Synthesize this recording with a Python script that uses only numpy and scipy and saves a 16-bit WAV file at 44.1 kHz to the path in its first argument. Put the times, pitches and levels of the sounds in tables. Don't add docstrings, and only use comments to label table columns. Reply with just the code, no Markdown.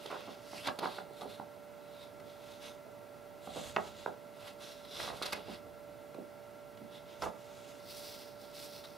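import sys
import numpy as np
from scipy import signal
from scipy.fft import rfft, irfft, next_fast_len
from scipy.io import wavfile

SR = 44100
rng = np.random.default_rng(int(sys.argv[2]) if len(sys.argv) > 2 else 0)


def dump(signal):
    limited = np.clip(np.atleast_2d(signal).T, -1, 1)
    pcm = np.round(limited * 32767).astype(np.int16)
    wavfile.write(sys.argv[1], SR, pcm)


N = 395577
TIME = np.arange(N) / SR
# (frequency [Hz], level [dB])
WHITE = [(100, 0), (10000, 0)]


def from_db(db):
    return 10 ** (np.asarray(db) / 20)


def rms_one(x):
    return x / np.sqrt(np.mean(x ** 2) + 1e-20)


def at_hz(points, hz):
    f, value = np.transpose(points)
    return np.interp(np.log(hz), np.log(f), value)


def colour(x, gain_at):
    size = next_fast_len(x.shape[-1] + 2048)
    hz = np.maximum(np.arange(size // 2 + 1) * SR / size, 1)
    return irfft(rfft(x, size) * gain_at(hz), size)[..., :x.shape[-1]]


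def butter(x, hz, kind, order):
    return signal.sosfilt(signal.butter(order, np.clip(hz, 10, .45 * SR), kind, fs=SR, output="sos"), x)


def drift(rate_hz, step=40):
    pole = np.exp(-2 * np.pi * rate_hz * step / SR)
    noise = rng.standard_normal(N // step + 2002)
    slow = signal.lfilter([1], [1, -2 * pole, pole * pole], noise)[2000:]
    return np.interp(np.arange(N) / step, np.arange(len(slow)), rms_one(slow))


def stereo(pair, spectrum):
    # (frequency [Hz], likeness [0-1])
    likeness = [(60, 0.1), (290, 0.35), (640, 0.25), (1400, 0.45), (2300, 0.85), (6000, 0.92), (8500, 0.25),
                (12000, 0.56)]

    def gain(hz, sign):
        return from_db(at_hz(spectrum, hz)) * np.sqrt(1 + sign * at_hz(likeness, hz))
    mid = colour(pair[0], lambda hz: gain(hz, 1))
    side = colour(pair[1], lambda hz: gain(hz, -1))
    return rms_one(np.array([mid + side, mid - side]))


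def room_tone(level_db=-56):
    # (frequency [Hz], relative level [dB])
    air = [(25, -48), (45, -2.5), (70, -10), (110, 3.5), (160, -0.5), (260, 2), (480, -2), (800, -2),
           (1100, -8), (1600, -9), (2200, -12), (3500, -17.5), (5000, -21), (7000, -26), (15000, -24)]
    return from_db(level_db) * stereo(rng.standard_normal((2, N)), air)


def fan(rotor_hz=64.84, waver=0.001277, throb_db=0.78, whine_waver=0.0014):
    # (order [multiple of the turning rate], level [dB])
    orders = [(6, -74.5), (7, -67.5), (9, -55.5), (10, -66.5), (12, -76.5), (14, -72.5)]
    # (frequency [Hz], flutter rate [Hz], level [dB])
    whine = [(1342, 51, -71.5), (1369, 27, -69.5), (1378, 54, -74.5), (2040, 15, -79)]
    turn = 2 * np.pi * np.cumsum(rotor_hz * (1 + waver * drift(2.71))) / SR
    out = np.zeros(N)
    for order, db in orders:
        out += from_db(db + throb_db * drift(8.0)) * np.sin(order * turn + rng.uniform(0, 2 * np.pi))
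    for hz, flutter_hz, db in whine:
        phase = 2 * np.pi * np.cumsum(hz * (1 + whine_waver * drift(flutter_hz))) / SR
        out += from_db(db + throb_db * drift(flutter_hz)) * np.sin(phase)
    return np.sqrt(2) * out


def room(x, wet_db, wall_hz, bass_db=-2, bass_hz=550, gap_s=0.0099, bass_t60_s=0.29, treble_t60_s=0.11):
    t = TIME[:SR // 2]
    echoes = stereo(rng.standard_normal((2, len(t))), WHITE)
    bass = butter(echoes, bass_hz, "low", order=1)
    tail = bass * from_db(bass_db - 60 * t / bass_t60_s)
    tail += (echoes - bass) * from_db(-60 * t / treble_t60_s)
    tail = butter(rms_one(tail * (t > gap_s)) / np.sqrt(len(t)), wall_hz, "low", order=2)
    return x + from_db(wet_db) * signal.fftconvolve(np.atleast_2d(x), tail, axes=1)[:, :N]


def wafts(band_hz=(52, 200)):
    # (time [s], level [dB], half length [s])
    swells = [(0.686, -54, 0.025), (3.693, -57.5, 0.29), (5.067, -58, 0.11), (5.5, -64, 0.47),
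              (7.253, -48.5, 0.045)]
    swell = sum(from_db(db) * np.exp(-((TIME - s) / half) ** 2) for s, db, half in swells)
    return swell * rms_one(butter(rng.standard_normal((2, N)), band_hz, "band", order=4))


def friction(spectrum, per_s, spread_db):
    slips = rng.random(N) < per_s / SR
    sizes = from_db(spread_db * np.minimum(rng.exponential(1, N), 4))
    return stereo(slips * sizes * rng.standard_normal((2, N)), spectrum)


def sheet_ring(x, hz, width_hz, block=2048):
    carrier = np.exp(2j * np.pi * np.cumsum(hz) / SR)
    slow, state = x * carrier.conj(), np.zeros((2, 2), complex)
    for at in range(0, N, block):
        b, a = signal.butter(2, width_hz[at] / 2, fs=SR)
        slow[:, at:at + block], state = signal.lfilter(b, a, slow[:, at:at + block], zi=state)
    return np.real(slow * carrier) * np.sqrt(2 * SR / width_hz)


def finger_rub(partner_wider=1.83):
    # (frequency [Hz], relative level [dB])
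    skin = [(150, -8), (450, 1.5), (950, 0), (1500, -0.5), (2200, -3), (2900, -0.5), (3500, -1.5),
            (4400, -5.5), (5100, -5), (7000, -35), (16000, -35)]
    # (time [s], centre [Hz], width [Hz], level [dB], partner centre [Hz], partner level [dB])
    grip = [(.3, 3500, 1500, -6, 4960, -11), (.52, 2960, 1400, -14, 4460, -0.5),
            (.6, 2700, 650, 5, 4300, 0), (.66, 3580, 2200, -7, 5400, -17), (.94, 3960, 1100, -2, 4960, -18),
            (2.0, 3800, 500, -1.5, 4900, -12), (2.45, 3500, 1200, -4, 5800, -11),
            (2.66, 3670, 420, -6.5, 6000, -11), (3.5, 3600, 1200, 1, 7700, -6),
            (3.68, 3500, 1300, -4.5, 6900, -5), (3.88, 3400, 1200, -7, 6650, -9),
            (4.02, 3700, 1100, 0, 6800, -6.5), (4.47, 3220, 2000, -6, 5000, -15),
            (4.66, 3930, 1100, -4.5, 5060, -5), (4.94, 3850, 746, 3, 4800, -1.5),
            (5.04, 3950, 1100, -4, 4940, -7.5), (5.4, 3830, 1500, -12.5, 5100, -19),
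            (6.96, 3550, 700, -1, 5000, -13), (7.24, 3380, 2000, -5, 5550, -4)]
    times, *columns = np.transpose(grip)
    hz, width_hz, ring_db, partner_hz, partner_db = [np.interp(TIME, times, c) for c in columns]
    ring, partner = from_db(ring_db), from_db(partner_db)
    slips = friction(WHITE, per_s=9000, spread_db=0.5)
    rub = friction(skin, per_s=9000, spread_db=0)
    rub += ring * sheet_ring(slips, hz, width_hz)
    rub += partner * sheet_ring(slips, partner_hz, partner_wider * width_hz)
    return rub / np.sqrt(1 + ring ** 2 + partner ** 2)


def strokes(shape=1.46, hold_rub_db=-96, hold_hiss_db=-77.5):
    # (fastest moment [s], relative rub level [dB], hiss level [dB], speeding up [s], slowing down [s])
    moves = [(0.04, -69, -65, 0.054, 0.073), (0.18, -56, -70, 0.27, 0.13), (0.32, -59.5, -71, 0.057, 0.06),
             (0.6, -53.5, -57.5, 0.13, 0.11), (0.675, -44, -61, 0.038, 0.026),
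             (0.85, -50, -60, 0.032, 0.048), (0.95, -53.5, -62, 0.1, 0.063), (1.23, -60, -63, 0.076, 0.026),
             (1.32, -57.5, -63, 0.057, 0.063), (2.04, -62, -70, 0.16, 0.044), (2.3, -65, -72, 0.05, 0.084),
             (2.5, -61, -67.5, 0.1, 0.11), (2.66, -55.5, -61, 0.049, 0.063), (3.46, -62, -62, 0.032, .035),
             (3.57, -54.5, -63, 0.084, 0.14), (3.68, -54.5, -59, 0.073, 0.041),
             (3.86, -57.5, -66.5, 0.13, 0.091), (4.02, -58.5, -68, 0.076, 0.076),
             (4.48, -54.5, -61.5, 0.078, 0.045), (4.625, -54.5, -60, 0.023, 0.15),
             (4.96, -50.5, -59, 0.064, 0.067), (5.03, -45, -52.5, 0.057, 0.077),
             (5.17, -54.5, -59, 0.04, 0.045), (5.245, -48, -55.5, 0.025, 0.097),
             (5.36, -56.5, -68, 0.035, 0.11), (5.541, -54, -63.5, 0.068, 0.038),
             (6.96, -58.5, -67, 0.047, 0.042), (7.11, -61, -72, 0.048, 0.084),
             (7.235, -51, -55.5, 0.023, 0.041), (7.68, -61, -68, 0.3, 0.12), (7.9, -55.5, -74, 0.02, 0.078),
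             (7.98, -58, -56.5, 0.094, 0.1), (8.12, -54.5, -59, 0.22, 0.16), (8.42, -62, -66, 0.032, 0.1),
             (8.58, -56.5, -61.5, 0.053, 0.11), (8.66, -55.5, -56, 0.093, 0.018),
             (8.77, -56, -60.5, 0.11, 0.037), (8.9, -65, -68.5, 0.15, 0.18)]
    t = TIME[::40]
    rub_power, hiss_power = from_db(hold_rub_db) ** 2, from_db(hold_hiss_db) ** 2
    for s, rub_db, hiss_db, rise, fall in moves:
        speed = np.exp(-(np.abs(t - s) / np.where(t < s, rise, fall)) ** shape)
        rub_power += (from_db(rub_db) * speed) ** 2
        hiss_power += (from_db(hiss_db) * speed) ** 2
    return np.interp(TIME, t, np.sqrt(rub_power)), np.interp(TIME, t, np.sqrt(hiss_power))


def slides(rub_gain_db=4.0, judder_db=1.07, pile_from_s=7.8):
    # (frequency [Hz], relative level [dB])
    pile = [(1500, -7), (2800, -3), (3500, 0), (5150, 1), (5900, -4), (6900, -20), (10000, -20),
            (13500, -10), (16000, -9)]
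    # (frequency [Hz], relative level [dB])
    fine_hiss = [(3000, -7), (5500, 1.5), (7500, 5.5), (10000, 7), (13000, 3.5), (16000, -27)]
    rub_gain, hiss_gain = strokes()
    grain = np.where(TIME < pile_from_s, finger_rub(), friction(pile, per_s=10000, spread_db=-1.0))
    rub = from_db(rub_gain_db) * rub_gain * grain
    hiss = hiss_gain * friction(fine_hiss, per_s=12000, spread_db=0.5)
    return (rub + hiss) * from_db(judder_db * drift(30))


def flicks(rise_s=0.00089, fall_s=0.004, ring_db=-3, ring_q=6.5):
    # (time [s], level [dB], length [s], ring [Hz])
    snaps = [(0.059, -42.5, 0.0032, 3400), (0.11, -46.5, 0.004, 2500), (0.205, -50, 0.003, 2500),
             (0.6703, -33, 0.005, 4000), (0.788, -38.5, 0.0055, 4260), (1.209, -50, 0.0097, 3730),
             (2.198, -56, 0.0067, 1950), (4.477, -49, 0.006, 2900), (4.848, -52.5, 0.008, 3750),
             (4.992, -44, .002, 2800), (5.2225, -37, 0.012, 4000), (5.256, -37, 0.0099, 4300),
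             (5.323, -37, 0.005, 4640), (5.329, -33.5, 0.0046, 2150), (6.143, -55, 0.004, 2500),
             (6.773, -55, .003, 3000), (7.2208, -41.5, 0.003, 5400), (8.838, -51, 0.018, 3800)]
    # (frequency [Hz], relative level [dB])
    tick = [(300, -14), (1200, 7), (2500, 2.5), (4100, 1), (5500, -2.5), (7000, -9), (11000, -7),
            (14500, -16), (16000, -20)]
    scrape = friction(tick, per_s=26000, spread_db=1.0)
    out = np.zeros((2, N))
    for s, db, length, hz in snaps:
        near = slice(int(s * SR), int(s * SR) + SR // 20)
        t = TIME[near] - s
        force = from_db(db) * np.clip(t / rise_s, 0, 1) * np.exp(-np.maximum(t - length, 0) / fall_s)
        ring = signal.lfilter(*signal.iirpeak(hz, ring_q, fs=SR), scrape[:, near])
        out[:, near] += force * rms_one(scrape[:, near] + from_db(ring_db) * rms_one(ring))
    return out


def buckle(hz, length, kinks_per_s=2500, kink_size=0.68, puff=0.054, low_hz=170, puff_top_hz=560):
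    t = TIME[:SR // 10]
    kinks = (rng.random(len(t)) < kinks_per_s / SR) * (t < length)
    push = kink_size * rng.choice([-1, 1], len(t)) * kinks
    push[0] = 1
    pop = butter(push, [hz / 2.5, hz * 2.5], "band", order=1)
    pop = butter(pop, hz * 1.55, "low", order=3)
    air = butter(push, puff_top_hz, "low", order=2)
    pop = butter(pop + puff * min(length / 0.02, 1) * air, low_hz, "high", order=2)
    pop = pop - 2 * signal.lfilter(*signal.iirpeak(hz, Q=2.83, fs=SR), pop)
    return pop / np.sqrt(np.sum(pop ** 2) / (length * SR))


def flexes():
    # (time [s], level [dB], pitch [Hz], length [s])
    pops = [(0.057, -42, 670, 0.0037), (0.102, -42.5, 900, 0.014), (0.122, -45, 940, 0.044),
            (0.275, -47, 605, 0.019), (0.532, -40.5, 537, 0.0027), (0.673, -36.5, 587, 0.011),
            (0.679, -34.5, 1100, 0.011), (0.786, -38, 550, 0.0037), (0.808, -45.5, 750, 0.017),
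            (0.827, -35.5, 770, 0.021), (0.857, -29, 870, 0.0036), (0.983, -37, 1000, 0.005),
            (1.102, -49, 439, 0.0078), (1.209, -45, 640, 0.026), (1.253, -44, 605, 0.01),
            (1.397, -37.5, 666, 0.0039), (2.203, -57.5, 470, 0.027), (2.862, -49, 520, 0.0064),
            (3.473, -39.5, 565, 0.0042), (3.558, -41.5, 514, 0.025), (3.763, -24.5, 1700, 0.0025),
            (3.766, -35, 547, 0.0045), (3.7686, -22.5, 1000, 0.0017), (4.061, -26.5, 725, 0.0022),
            (5, -35, 1420, 0.0038), (5.077, -42.5, 885, 0.015), (5.1004, -38, 1110, 0.0036),
            (5.125, -45.5, 654, 0.0135), (5.216, -32.5, 980, 0.0018), (5.254, -44.5, 694, 0.0081),
            (5.326, -41.5, 910, 0.0099), (5.332, -42, 1480, 0.0038), (5.375, -47.5, 646, 0.013),
            (5.481, -45, 416, 0.022), (5.653, -55.5, 447, 0.018), (6.145, -44, 424, 0.005),
            (6.182, -38, 360, 0.004), (6.802, -52, 202, 0.018), (7.221, -37, 916, 0.023),
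            (7.259, -36, 720, 0.0064), (7.27, -30.5, 950, 0.0011)]
    out = np.zeros(N)
    for s, db, hz, length in pops:
        pop = from_db(db) * buckle(hz, length)
        at = int(s * SR)
        out[at:at + len(pop)] += pop[:N - at]
    return out


def scene():
    # (frequency [Hz], left minus right [dB])
    balance = [(60, -5), (380, -6), (650, -7), (1300, -1.5), (2400, -1.5), (4400, -0.9), (8000, 0),
               (15000, 2)]
    pops = room(flexes(), wet_db=-3.5, wall_hz=1800)
    ticks = room(flicks(), wet_db=-8.0, wall_hz=4500)
    paper = pops + ticks + slides() + wafts()
    background = fan() + room_tone()
    sides = np.array([[.5], [-.5]])
    return colour(paper + background, lambda hz: from_db(at_hz(balance, hz) * sides))


def record(dry, cutoff_hz=15700):
    # (frequency [Hz], width [Hz], depth [0-1])
    hollows = [(1775, 133, 0.92), (2392, 114, 1), (3070, 130, 1)]
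    for hz, width, depth in hollows:
        dry = dry - depth * signal.lfilter(*signal.iirpeak(hz, hz / width, fs=SR), dry)
    return colour(dry, lambda hz: np.clip((cutoff_hz - hz) / 200 + .5, 0, 1))


dry = scene()
out = record(dry)
dump(out)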